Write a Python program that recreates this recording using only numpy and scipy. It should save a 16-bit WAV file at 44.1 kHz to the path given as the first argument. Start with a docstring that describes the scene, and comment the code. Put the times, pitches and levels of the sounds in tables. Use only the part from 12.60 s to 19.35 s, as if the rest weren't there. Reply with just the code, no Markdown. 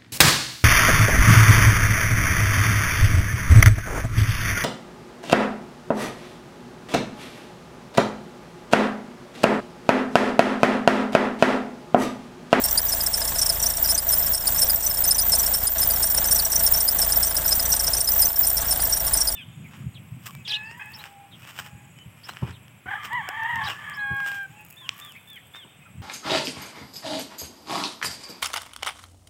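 """An open engine bay, heard from close above: a four-cylinder diesel idles with firing throb, knocks and injector ticks.
Throb is a harmonic series; blows ring resonances and shake loose parts; moving air and belt rub are coloured noise.
The drive belt slips on a worn pulley: a very high friction whistle warbles with belt tension and flares up, and
short lower chirps break out where a slick stretch of belt meets a tug of the crank. Nearby panels reflect the squeal;
later a low sine hum joins and beats with the throb's second harmonic. Now and then the level dips."""
import sys
import numpy as np
from scipy import signal
from scipy.fft import rfft, irfft, next_fast_len
from scipy.io import wavfile
from scipy.ndimage import map_coordinates

SR = 44100
rng = np.random.default_rng(int(sys.argv[2]) if len(sys.argv) > 2 else 0)


def int16_out(signal):
    """Quantize to a 16-bit WAV file."""
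    q = np.round(np.clip(np.atleast_2d(signal).T, -1, 1) * 32767)
    wavfile.write(sys.argv[1], SR, q.astype(np.int16))


N = 297675

CYCLE_HZ, CYCLE_START_S = 7.07926, .0086  # one cycle is two crank turns and four firings
BELT_HZ = 4.145  # belt laps a second
PULLEY_HZ, PULLEY_START_S = 65.52, .0023  # pulley turns a second; first tight moment
TOP_HZ = 15800  # nothing is heard above this
WHINE_RISE_DB = 2.5  # growth of the whine from first to last moment as the microphone nears the engine
WHISTLE_HZ, CHIRP_HZ = 14470, 5500  # the two friction tones before any shift
SLIP_DB, SLIP_TOP_DB = -40.5, -22.5  # an ordinary slip at mean grip, and where it saturates; before the chirp gain
CATCH_S, LET_GO_S = 0.001677, 0.002186  # a distinct slip catches at once and lets go a little more slowly
FADE_DB_PER_S = 68  # a distinct slip weakens while it lasts
SAG_SLIP_DB, SAG_HZ = -18, 400  # a slip of this strength makes the whistle sag by this much
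CHOKE_DB_PER_HZ = .007  # a tighter belt whistles higher and more faintly; per Hz of tension shift
FLARE_S, FLARE_DB = 0.0024, -12  # time to the crest of a flare; gain on its listed level
DIP_FALL_S, DIP_RECOVER_S = 0.013, 0.04  # how fast a dip in level sets in and passes

# Coarse air and part noise. Each row: frequency in Hz, relative density in dB per Hz.
WASH_SPECTRUM = [(12, -3), (22, -20), (65, -2.5), (100, -8), (200, -9.5), (380, -15), (540, -9.5),
                 (720, -9.5), (980, -13), (2050, -16), (2250, -19.5), (2600, -18.5), (3400, -17),
                 (4400, -24), (7000, -55)]
# Late low hum. Each row: time in seconds, frequency in Hz, rms level in dB before the final colour and dips.
HUM_COURSE = [(3.8, 50.8, -80), (4.2, 51, -62), (4.6, 50.23, -56), (5.3, 49, -49), (6, 48.5, -47),
              (6.75, 46.3, -34.5)]
# Steady tones of gears and accessories. Each row: frequency in Hz, rms level in dB before its slow rise and waver.
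WHINE_TONES = [(297.5, -67), (311.5, -60), (622.7, -51), (686.8, -57), (877.8, -49), (906, -52.5)]
# Exhaust and block throb. Each row: multiple of the firing rate, relative level in dB.
THROB_HARMONICS = [(1, -1.5), (2, 4), (3, -7), (4, -11), (5, -8), (6, -15.5), (7, -18.5), (8, -19.5)]
# Blows in every engine cycle. Each row: fraction of the cycle, then relative levels in dB of
# block knock, injector tick and rattle.
CYCLE_BLOWS = [(.035, -16, -1, 5), (.091, -4, -8, -2.5), (.18, -2, -26, -6), (.299, 1, 4.5, 7),
               (.332, 4.5, -4, -18), (0.406, -5, -25, 2), (0.546, -14, -1.5, 4.5), (0.607, -15, -13, 0.5),
               (.708, -1, -37, 1.5), (.792, -26, 2, 5), (.825, -3, 2.5, -5), (.912, -6.5, -6, -12)]
# Ringing of the block. Each row: frequency in Hz, width in Hz, relative level in dB.
BLOCK_MODES = [(534, 22, 3.5), (666, 23, -20), (675, 21, 10.5), (727, 13, 3), (880, 46, -10)]
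# Ringing of the injectors. Each row: frequency in Hz, width in Hz, relative level in dB.
INJECTOR_MODES = [(1458, 87, 1), (1643, 51, 8.7), (2037, 89, 7.2)]
# The casing passes the middle range of the block, and the injectors above it.
# Each row: frequency in Hz, relative gain in dB.
BLOCK_CASING = [(250, -27), (520, 8.0), (900, 4.5), (1500, -13)]
INJECTOR_CASING = [(900, -29), (1400, 10.5), (2100, 6.0), (2300, -22)]
# Loose parts shaken by the blows. Each row: frequency in Hz, relative density in dB per Hz.
RATTLE_SPECTRUM = [(150, -28), (300, -2), (420, -14), (680, 3), (800, 1.5), (1000, -2.5), (1130, 3.5),
                   (1250, -10), (1700, 3.5), (2080, -15), (2220, -9.5), (2600, -12.5), (3400, -3),
                   (4300, -6.5), (6000, -35)]
# Loudness of the running engine as the microphone moves. Each row: time in seconds, gain in dB.
ENGINE_LEVEL = [(0, -35), (1, -35), (2.2, -34.5), (3.4, -34), (5, -34.3), (6.75, -35)]
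# Rubbing of the belt over the pulleys. Each row: frequency in Hz, relative density in dB per Hz.
HISS_SPECTRUM = [(3000, -35), (4300, -7.5), (5500, -6), (6500, -4), (7400, 5), (8200, 3.5), (8800, 3.5),
                 (9250, 4), (10000, -4.5), (12500, -6), (13700, 1), (15400, 1), (15700, -35)]
# Uneven grip over one lap of the belt. Each row: fraction of a lap, tension shift in Hz (before the
# whistle scales it), slip change in dB, chirp shift in Hz.
BELT_GRIP = [(0.04, 380.0, -26, 230.5), (0.11, -1, -1.5, -190.0), (0.17, 40.5, 6, 130.5),
             (0.21, -270.0, 10.5, -130.0), (0.27, -330.0, 12, 159), (0.34, -130.0, 8, -150.0),
             (0.43, 170.5, 12.5, 10.0), (0.49, 421, -9.5, 249.5), (0.54, 261, -2.5, 80.0),
             (0.59, -460.0, 15.5, -50.5), (0.66, -80.0, -39, 160.0), (0.71, 80.0, 8, -250.0),
             (0.75, -220.0, 5.5, -500.0), (0.81, 350.5, -2.5, 91.5), (0.86, 120.0, 6.5, 59.5),
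             (0.95, -320.0, -2.5, 98.5)]
# Pull of the crank over one turn, two firings. Each row: fraction of a turn, tension shift in Hz (before
# the whistle scales it), slip change in dB, chirp shift in Hz.
CRANK_PULL = [(0.0, 298, 6.5, 381), (0.15, 229.5, -0.5, 122.5), (0.3, -210.0, -24, 38.5),
              (0.38, -90.0, -9.5, -150.0), (0.47, -110.0, 22.5, 0.0), (0.57, 62, 5, -39.5),
              (0.68, -68.5, 3, -190.0), (0.76, -250.0, -8.5, -170.0), (0.87, 128.5, -14, -0.5)]
# Swing of a pulley running out of true: tension shift in Hz (before scaling), slip in dB, chirp in Hz.
PULLEY_RUNOUT = (140, -6.5, 37.4)
# Single distinct slips of the belt, strong or unusual in pitch. Each row: start in seconds, level in dB before
# the chirp gain, mean pitch in Hz before its jitter, length in seconds, level of the upper partials in dB
# before their own gains.
DISTINCT_SLIPS = [(0.178, -19.5, 4900, 0.009, 1), (0.321, -23, 5200.0, 0.01585, -2.5),
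                  (0.407, -23.5, 5030.0, 0.0072, -7), (0.465, -22.5, 5400, 0.00795, 1.5),
                  (0.54, -19.5, 5340, 0.0084, -4), (0.619, -23, 5050, 0.00808, -7),
                  (0.788, -20, 5660, 0.0081, -2.5), (0.816, -19, 5440, 0.01725, -2),
                  (0.862, -22.5, 5390, 0.00698, 2), (0.894, -20, 5240, 0.009, -2.5),
                  (1.028, -19, 5710, 0.00973, -5), (1.061, -21, 5700, 0.0081, -4),
                  (1.29, -23, 5110, 0.00717, -1), (1.303, -20.5, 5350, 0.0138, -2),
                  (1.347, -22, 6110, 0.00695, -12), (1.379, -19, 4980, 0.01093, 2.5),
                  (1.528, -23, 5290.0, 0.0141, 1), (1.748, -18.5, 5150, 0.0069, 0),
                  (1.872, -23, 5070, 0.0073, 3.5), (2.02, -17.5, 5370, 0.01526, -2),
                  (2.098, -22.5, 4930, 0.00873, -3.5), (2.264, -20.5, 5920, 0.00774, -1),
                  (2.478, -22.5, 5990, 0.00994, -11), (2.51, -19.5, 5310.0, 0.0119, 3),
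                  (2.547, -21.5, 5960.0, 0.00803, -5), (2.586, -20.5, 4990.0, 0.0129, 1.5),
                  (2.615, -20.5, 5800, 0.009, -8), (2.721, -21, 5290, 0.0224, -0.5),
                  (2.752, -24, 5780.0, 0.00796, 5.5), (2.791, -23, 5800, 0.01, 1),
                  (2.938, -20.5, 5410, 0.012, 0.5), (3.071, -21, 5040, 0.0088, 6),
                  (3.229, -21, 5280, 0.0096, -1.5), (3.301, -29, 4950, 0.0116, 1.5),
                  (3.578, -20.5, 5550, 0.0078, -5), (3.712, -21.5, 5530, 0.015, 2.5),
                  (3.761, -22.5, 5720, 0.0061, 1), (3.792, -21.5, 4710, 0.0087, -4),
                  (3.85, -17.5, 5770, 0.0063, -4.5), (3.921, -21.5, 5690, 0.01297, 0.5),
                  (3.958, -16.5, 5820, 0.006, -5), (4.065, -19.5, 5490, 0.01026, -1),
                  (4.144, -21.5, 5440, 0.0094, -6), (4.206, -17, 5540.0, 0.0076, 0.5),
                  (4.281, -19, 5070, 0.009, -1), (4.418, -17.5, 5460.0, 0.0088, -3.5),
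                  (4.523, -21.5, 5540, 0.009, 0), (4.63, -20, 5405, 0.0131, 0),
                  (4.768, -20, 5490.0, 0.0078, -1), (4.92, -18, 5340, 0.0121, -4.5),
                  (4.995, -24, 5150, 0.0081, -3.5), (5.055, -24.5, 6070, 0.00697, -2),
                  (5.12, -19.5, 5610, 0.0181, -3.5), (5.195, -19.5, 5480, 0.016, -5),
                  (5.27, -18, 5510, 0.0111, -7), (5.334, -23.5, 5310, 0.0103, -1.5),
                  (5.369, -23.5, 5880, 0.0056, -2), (5.407, -15.5, 5540, 0.00685, -2),
                  (5.475, -21.5, 5170, 0.0157, -1), (5.624, -22, 5070, 0.0111, -2),
                  (5.653, -20.5, 6000, 0.006, -6), (5.971, -20, 5420.0, 0.01026, -2),
                  (6.11, -20, 5390, 0.0091, -1), (6.325, -19, 5540, 0.0173, -4.5),
                  (6.536, -25, 5210, 0.0079, 4), (6.572, -25, 5820, 0.0093, 3.5),
                  (6.613, -18, 5470.0, 0.009, 0), (6.674, -20.5, 5100, 0.0146, -2.5)]
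# Loudness of the belt whistle. Each row: time in seconds, relative level in dB.
WHISTLE_LEVEL = [(0, -23.5), (0.7, -29), (1.1, -26), (1.55, -21), (2.1, -20.5), (2.9, -21.5), (3.3, -21.5),
                 (4.3, -21), (4.7, -22.2), (5.3, -24.5), (5.85, -15), (6, -25.5), (6.45, -23.5),
                 (6.75, -27.1)]
# Moments when the whistle flares up. Each row: start in seconds, level in dB before the flare gain.
WHISTLE_FLARES = [(0.4489, -13), (1.2261, -11), (1.5803, -12), (2.144, -13), (2.6364, -8), (2.7821, -5),
                  (2.9208, -12), (3.0275, -10), (3.2725, -14), (3.9818, -14), (4.122, -5), (4.4763, -15),
                  (5.5315, -23), (5.669, -8.5), (5.7876, 3), (6.1724, -12)]
# Scraping of the belt during a slip. Each row: frequency in Hz, relative density in dB per Hz.
SCRAPE_SPECTRUM = [(3000, -21.5), (4500, -8), (6500, -0.5), (8000, 1), (10000, 3), (12500, 0), (14000, -2),
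                   (15500, -8)]
# Colour of the squeal on its way out of the bay. Each row: frequency in Hz, gain in dB.
SQUEAL_COLOUR = [(4000, 6), (4750, 3), (5400, 0), (5700, -0.5), (6100, 4.5), (6700, 1.5), (7600, 5.5),
                 (8800, -2.5), (9250, 3), (9700, 4), (10300, 2), (12400, -5), (13400, -1.5), (15400, 9),
                 (15650, -20)]
# Change of colour from first to last moment, as the microphone moves toward the engine.
# Each row: frequency in Hz, change in dB.
APPROACH_COLOUR = [(70.0, 0.5), (340.0, 0.5), (580.0, 0.9), (950.0, 0), (1490.0, 1), (2150.0, 0),
                   (3080.0, 0), (5630.0, 0.8), (7360.0, -1.3), (9060.0, 2.5), (11400.0, -1)]
# Brief dips of the whole level. Each row: start of the hold in seconds, depth in dB, hold in seconds.
LEVEL_DIPS = [(0.21, -3.2, 0.029), (0.478, -1.5, 0.063), (1.112, -2.5, 0.05), (1.386, -4.5, 0.063),
              (1.751, -5, 0.065), (2.16, -3.5, 0.094), (2.308, -3, 0.063), (2.512, -2.4, 0.12),
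              (2.95, -3, 0.051), (3.074, -5.5, 0.063), (3.454, -3, 0.071), (3.831, -2.5, 0.1),
              (4.199, -3, 0.12), (4.64, -2, 0.1), (5.141, -1.5, 0.066), (5.408, -5.0, 0.066),
              (5.696, -6.5, 0.076), (5.813, -2.5, 0.15), (6.328, -2, 0.089), (6.618, -2.5, 0.12)]


def amp(db):
    """Level to amplitude: twenty decibels are a factor of ten."""
    return 10 ** (np.asarray(db) / 20)


def unit(x):
    """Normalisation to an rms of 1."""
    return x / np.sqrt(np.mean(x ** 2) + 1e-20)


def clock():
    """Time of every sample in seconds."""
    return np.arange(N) / SR


def cycles():
    """Phase of the engine, in cycles."""
    return CYCLE_HZ * (clock() - CYCLE_START_S)


def curves(rows):
    """Linear interpolation in time of each column after the first."""
    s, *columns = np.transpose(rows)
    return [np.interp(clock(), s, column) for column in columns]


def around(rows, turns):
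    """Periodic interpolation: a rotating part repeats its table once a turn."""
    place, *columns = np.transpose(rows)
    return [np.interp(turns, place, column, period=1) for column in columns]


def wobble(rate):
    """Smooth random modulation: a spline through normal deviates, rate knots a second."""
    knots = rng.standard_normal(int(N * rate / SR) + 4)
    return map_coordinates(knots, [clock() * rate])


def filtered(x, response):
    """Linear filtering: the spectrum is multiplied by a response of frequency."""
    m = next_fast_len(N + SR // 2)
    return irfft(rfft(x, m) * response(np.fft.rfftfreq(m, 1 / SR)), m)[:N]


def coloured(x, points):
    """Spectral shaping, with gain in dB interpolated over log frequency."""
    f, db = np.transpose(points)
    return filtered(x, lambda hz: amp(np.interp(np.log(hz + 1), np.log(f), db)))


def resonate(x, modes):
    """Modal superposition: each mode is a damped second-order resonance."""
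    def response(f):
        return sum(amp(db) * 1j * f * width / (centre ** 2 - f * f + 1j * f * width)
                   for centre, width, db in modes)
    return filtered(x, response)


def wash():
    """Broadband noise of moving air and parts: white noise shaped by a spectrum."""
    return unit(coloured(rng.standard_normal(N), WASH_SPECTRUM))


def hum():
    """Interference: a low sine just under twice the firing rate beats with the throb's second harmonic."""
    hz, db = curves(HUM_COURSE)
    return np.sqrt(2) * amp(db) * np.sin(2 * np.pi * np.cumsum(hz) / SR)


def whine():
    """Steady rotation radiates pure tones, here wavering slightly in level and phase."""
    total = np.zeros(N)
    for hz, db in WHINE_TONES:
        tone = np.sin(2 * np.pi * hz * clock() + 0.19 * wobble(3.01))
        total += np.sqrt(2) * amp(db + wobble(3)) * tone
    return amp(WHINE_RISE_DB * np.linspace(-.5, .5, N)) * total


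def throb():
    """Fourier synthesis: harmonics of the firing rate form one low pressure dip per firing."""
    firing = 4 * cycles() - .73
    pulse = -sum(amp(db) * np.cos(2 * np.pi * k * firing) for k, db in THROB_HARMONICS)
    return unit(pulse) * amp(.8 * wobble(8))


def blows(level_db, scatter_db, jitter_s):
    """Periodic impulsive excitation at fixed crank angles, never quite alike in size and timing."""
    count = int(CYCLE_HZ * N / SR) + 1
    fraction = np.transpose(CYCLE_BLOWS)[0]
    when = (np.arange(count)[:, None] + fraction) / CYCLE_HZ + CYCLE_START_S
    when = when + jitter_s * rng.standard_normal(when.shape)
    size = amp(level_db + scatter_db * rng.standard_normal(when.shape))
    samples = np.abs(when.ravel() * SR).astype(int)
    return np.bincount(samples, size.ravel(), N)[:N]


def rattling(hits, spread_s, alike):
    """Contact noise: blows briefly shake loose parts, a share of whose contacts recurs every cycle."""
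    t = np.linspace(-1 / 20, 1 / 20, SR // 10)
    shake = np.exp(-((t - spread_s / 2) / spread_s) ** 2)
    force = signal.fftconvolve(hits, shake, "same")
    repeating = np.resize(rng.standard_normal(round(SR / CYCLE_HZ)), N)
    return force * (np.sqrt(alike) * repeating + np.sqrt(1 - alike) * rng.standard_normal(N))


def clatter():
    """Impact response: blows ring the block and injectors through the casing and shake loose parts."""
    _, block_db, tick_db, rattle_db = np.transpose(CYCLE_BLOWS)
    block_blows = blows(block_db, scatter_db=1.0, jitter_s=0.00019)
    knock = coloured(resonate(block_blows, BLOCK_MODES), BLOCK_CASING)
    injector_blows = blows(tick_db, scatter_db=1.0, jitter_s=0.00037)
    tick = coloured(resonate(injector_blows, INJECTOR_MODES), INJECTOR_CASING)
    rattle_blows = blows(rattle_db, scatter_db=3.0, jitter_s=0.00042)
    rattle = coloured(rattling(rattle_blows, spread_s=0.0057, alike=0.65), RATTLE_SPECTRUM)
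    return amp(-8.5) * unit(knock) + amp(-12) * unit(tick) + amp(-6.0) * unit(rattle)


def engine():
    """Superposition of wash, throb and clatter under one level, with the whine added."""
    engine_db, = curves(ENGINE_LEVEL)
    body = clatter() + amp(-2.0) * throb() + amp(-3.0) * wash()
    return amp(engine_db) * body + whine()


def belt_hiss():
    """Sliding friction noise: the belt always rubs over the pulleys, a little harder at each firing."""
    engine_db, = curves(ENGINE_LEVEL)
    pulsing_db = 2.0 * np.cos(2 * np.pi * (4 * cycles() - .35)) + 1.8 * wobble(60)
    rub = unit(coloured(rng.standard_normal(N), HISS_SPECTRUM))
    return amp(engine_db + pulsing_db + 1.66) * rub


def tension():
    """Belt lap, crank turn and pulley runout add up to tension shift, slip and chirp shift."""
    runout = np.cos(2 * np.pi * PULLEY_HZ * (clock() - PULLEY_START_S))
    belt = around(BELT_GRIP, BELT_HZ * clock())
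    crank = around(CRANK_PULL, 2 * cycles())
    return np.add(belt, crank) + np.outer(PULLEY_RUNOUT, runout)


def slips(slip_db, shift_hz):
    """Stick-slip: grip and tug set saturating chirp strength, pitch and brightness; distinct slips override."""
    urge = amp(SLIP_DB + slip_db + 2.83 * wobble(60))
    strength = urge / np.hypot(1, urge / amp(SLIP_TOP_DB))
    pitch = CHIRP_HZ + shift_hz + 110 * wobble(90)
    bright_db = 3.95 * wobble(50)
    t = clock()
    for s, db, hz, length, upper_db in DISTINCT_SLIPS:
        near = slice(max(0, int(s * SR) - SR // 50), int(s * SR) + SR // 15)
        since = t[near] - s
        before, after = np.minimum(since, 0), np.maximum(since - length, 0)
        hold = np.exp(-(before / CATCH_S) ** 2 - (after / LET_GO_S) ** 2)
        fading = amp(db - FADE_DB_PER_S * (since - length / 2))
        strength[near] += hold * (fading - strength[near])
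        # the mean pitch moves to hz; its wobble is kept
        pitch[near] += np.sqrt(hold) * (hz - np.average(pitch[near], weights=hold))
        bright_db[near] += hold * (upper_db - bright_db[near])
    return strength, pitch, bright_db


def flares():
    """Transient growth and decay: extra strength of the whistle in its brief flares."""
    t = np.arange(SR // 20) / SR / FLARE_S
    shape = (t * np.exp(1 - t)) ** 2
    strength = np.zeros(N + SR)
    for s, db in WHISTLE_FLARES:
        strength[max(0, int(s * SR)):][:len(t)] += amp(db + FLARE_DB) * shape
    return strength[:N]


def rough(phase):
    """Irregular friction: a partial that flutters in level and jitters in phase by itself."""
    return (1 + .3 * wobble(350)) * np.sin(phase + .26 * wobble(1200))


def squeal():
    """Two friction oscillations of belt and pulley; the shared contact mixes them into a difference tone."""
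    level_db, = curves(WHISTLE_LEVEL)
    tight_hz, slip_db, shift_hz = tension()
    slip, chirp_hz, bright_db = slips(slip_db, shift_hz)
    sag = slip / amp(SAG_SLIP_DB)
    # the whistle follows the tension, trembles, and sags in pitch while the belt chirps
    tremble_hz = 150 * wobble(120) + 70 * wobble(350)
    whistle_hz = WHISTLE_HZ + 1.2 * tight_hz + tremble_hz - SAG_HZ * (sag - sag.mean())
    high = 2 * np.pi * np.cumsum(whistle_hz) / SR
    flutter = np.clip(1 + 0.82 * wobble(330), 0, 2)
    tone = unit(flutter * np.sin(high + 0.22 * wobble(1700)))
    swing = unit(amp(-CHOKE_DB_PER_HZ * tight_hz + 2.0 * wobble(35)))
    whistle = (amp(level_db - 4.5) * swing + flares()) * tone
    # the chirp is rough: its pitch jitters under all its partials
    low = 2 * np.pi * np.cumsum(chirp_hz + 100 * wobble(500)) / SR
    difference = amp(-0.07) * rough(high - low)
    octave = amp(-6.5) * rough(2 * low)
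    scrape = amp(-11.0) * unit(coloured(rng.standard_normal(N), SCRAPE_SPECTRUM))
    upper = amp(bright_db) * (difference + octave + scrape)
    chirps = amp(2.5) * slip * (rough(low) + upper)
    return coloured(whistle + chirps, SQUEAL_COLOUR)


def bay(x, t60_s, wet_db):
    """Reverberation: close panels and hoses return a dense, very short echo that changes as the microphone moves."""
    t = clock()[:SR // 8]
    stops = np.linspace(0, N / SR, round(2 * N / SR))
    echo = np.zeros(N)
    for s in stops:
        tail = rng.standard_normal(len(t)) * amp(-60 * t / t60_s) * (1 - np.exp(-t / 0.0004))
        # equal-power crossfade between neighbouring stops
        nearness = np.sqrt(np.maximum(0, 1 - np.abs(clock() - s) / stops[1]))
        echo += signal.oaconvolve(x * nearness, tail / np.linalg.norm(tail))[:N]
    return (x + amp(wet_db) * echo) / np.sqrt(1 + amp(wet_db) ** 2)


def approach(x):
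    """Position-dependent colour: the moving microphone passes evenly from one colour to the other."""
    hz, db = np.transpose(APPROACH_COLOUR)
    first = coloured(x, np.c_[hz, -db / 2])
    last = coloured(x, np.c_[hz, db / 2])
    return first + (last - first) * np.linspace(0, 1, N)


def dips():
    """Amplitude modulation: each brief dip in level has a quick fall, a hold and a recovery."""
    total_db = np.zeros(N)
    for s, db, hold in LEVEL_DIPS:
        corners = [s - DIP_FALL_S, s, s + hold, s + hold + DIP_RECOVER_S]
        total_db += np.interp(clock(), corners, [0, db, db, 0])
    return amp(total_db)


def scene():
    """Superposition of engine and belt at one moving microphone."""
    belt = belt_hiss() + bay(squeal(), t60_s=0.041, wet_db=-5.5)
    return approach(engine() + hum() + belt)[None]


def record(dry):
    """Band limitation: the level dips now and then, and nothing remains above the top frequency."""
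    gain = dips()
    return np.array([filtered(channel * gain, lambda hz: hz < TOP_HZ) for channel in dry])


dry = scene()
out = record(dry)
int16_out(out)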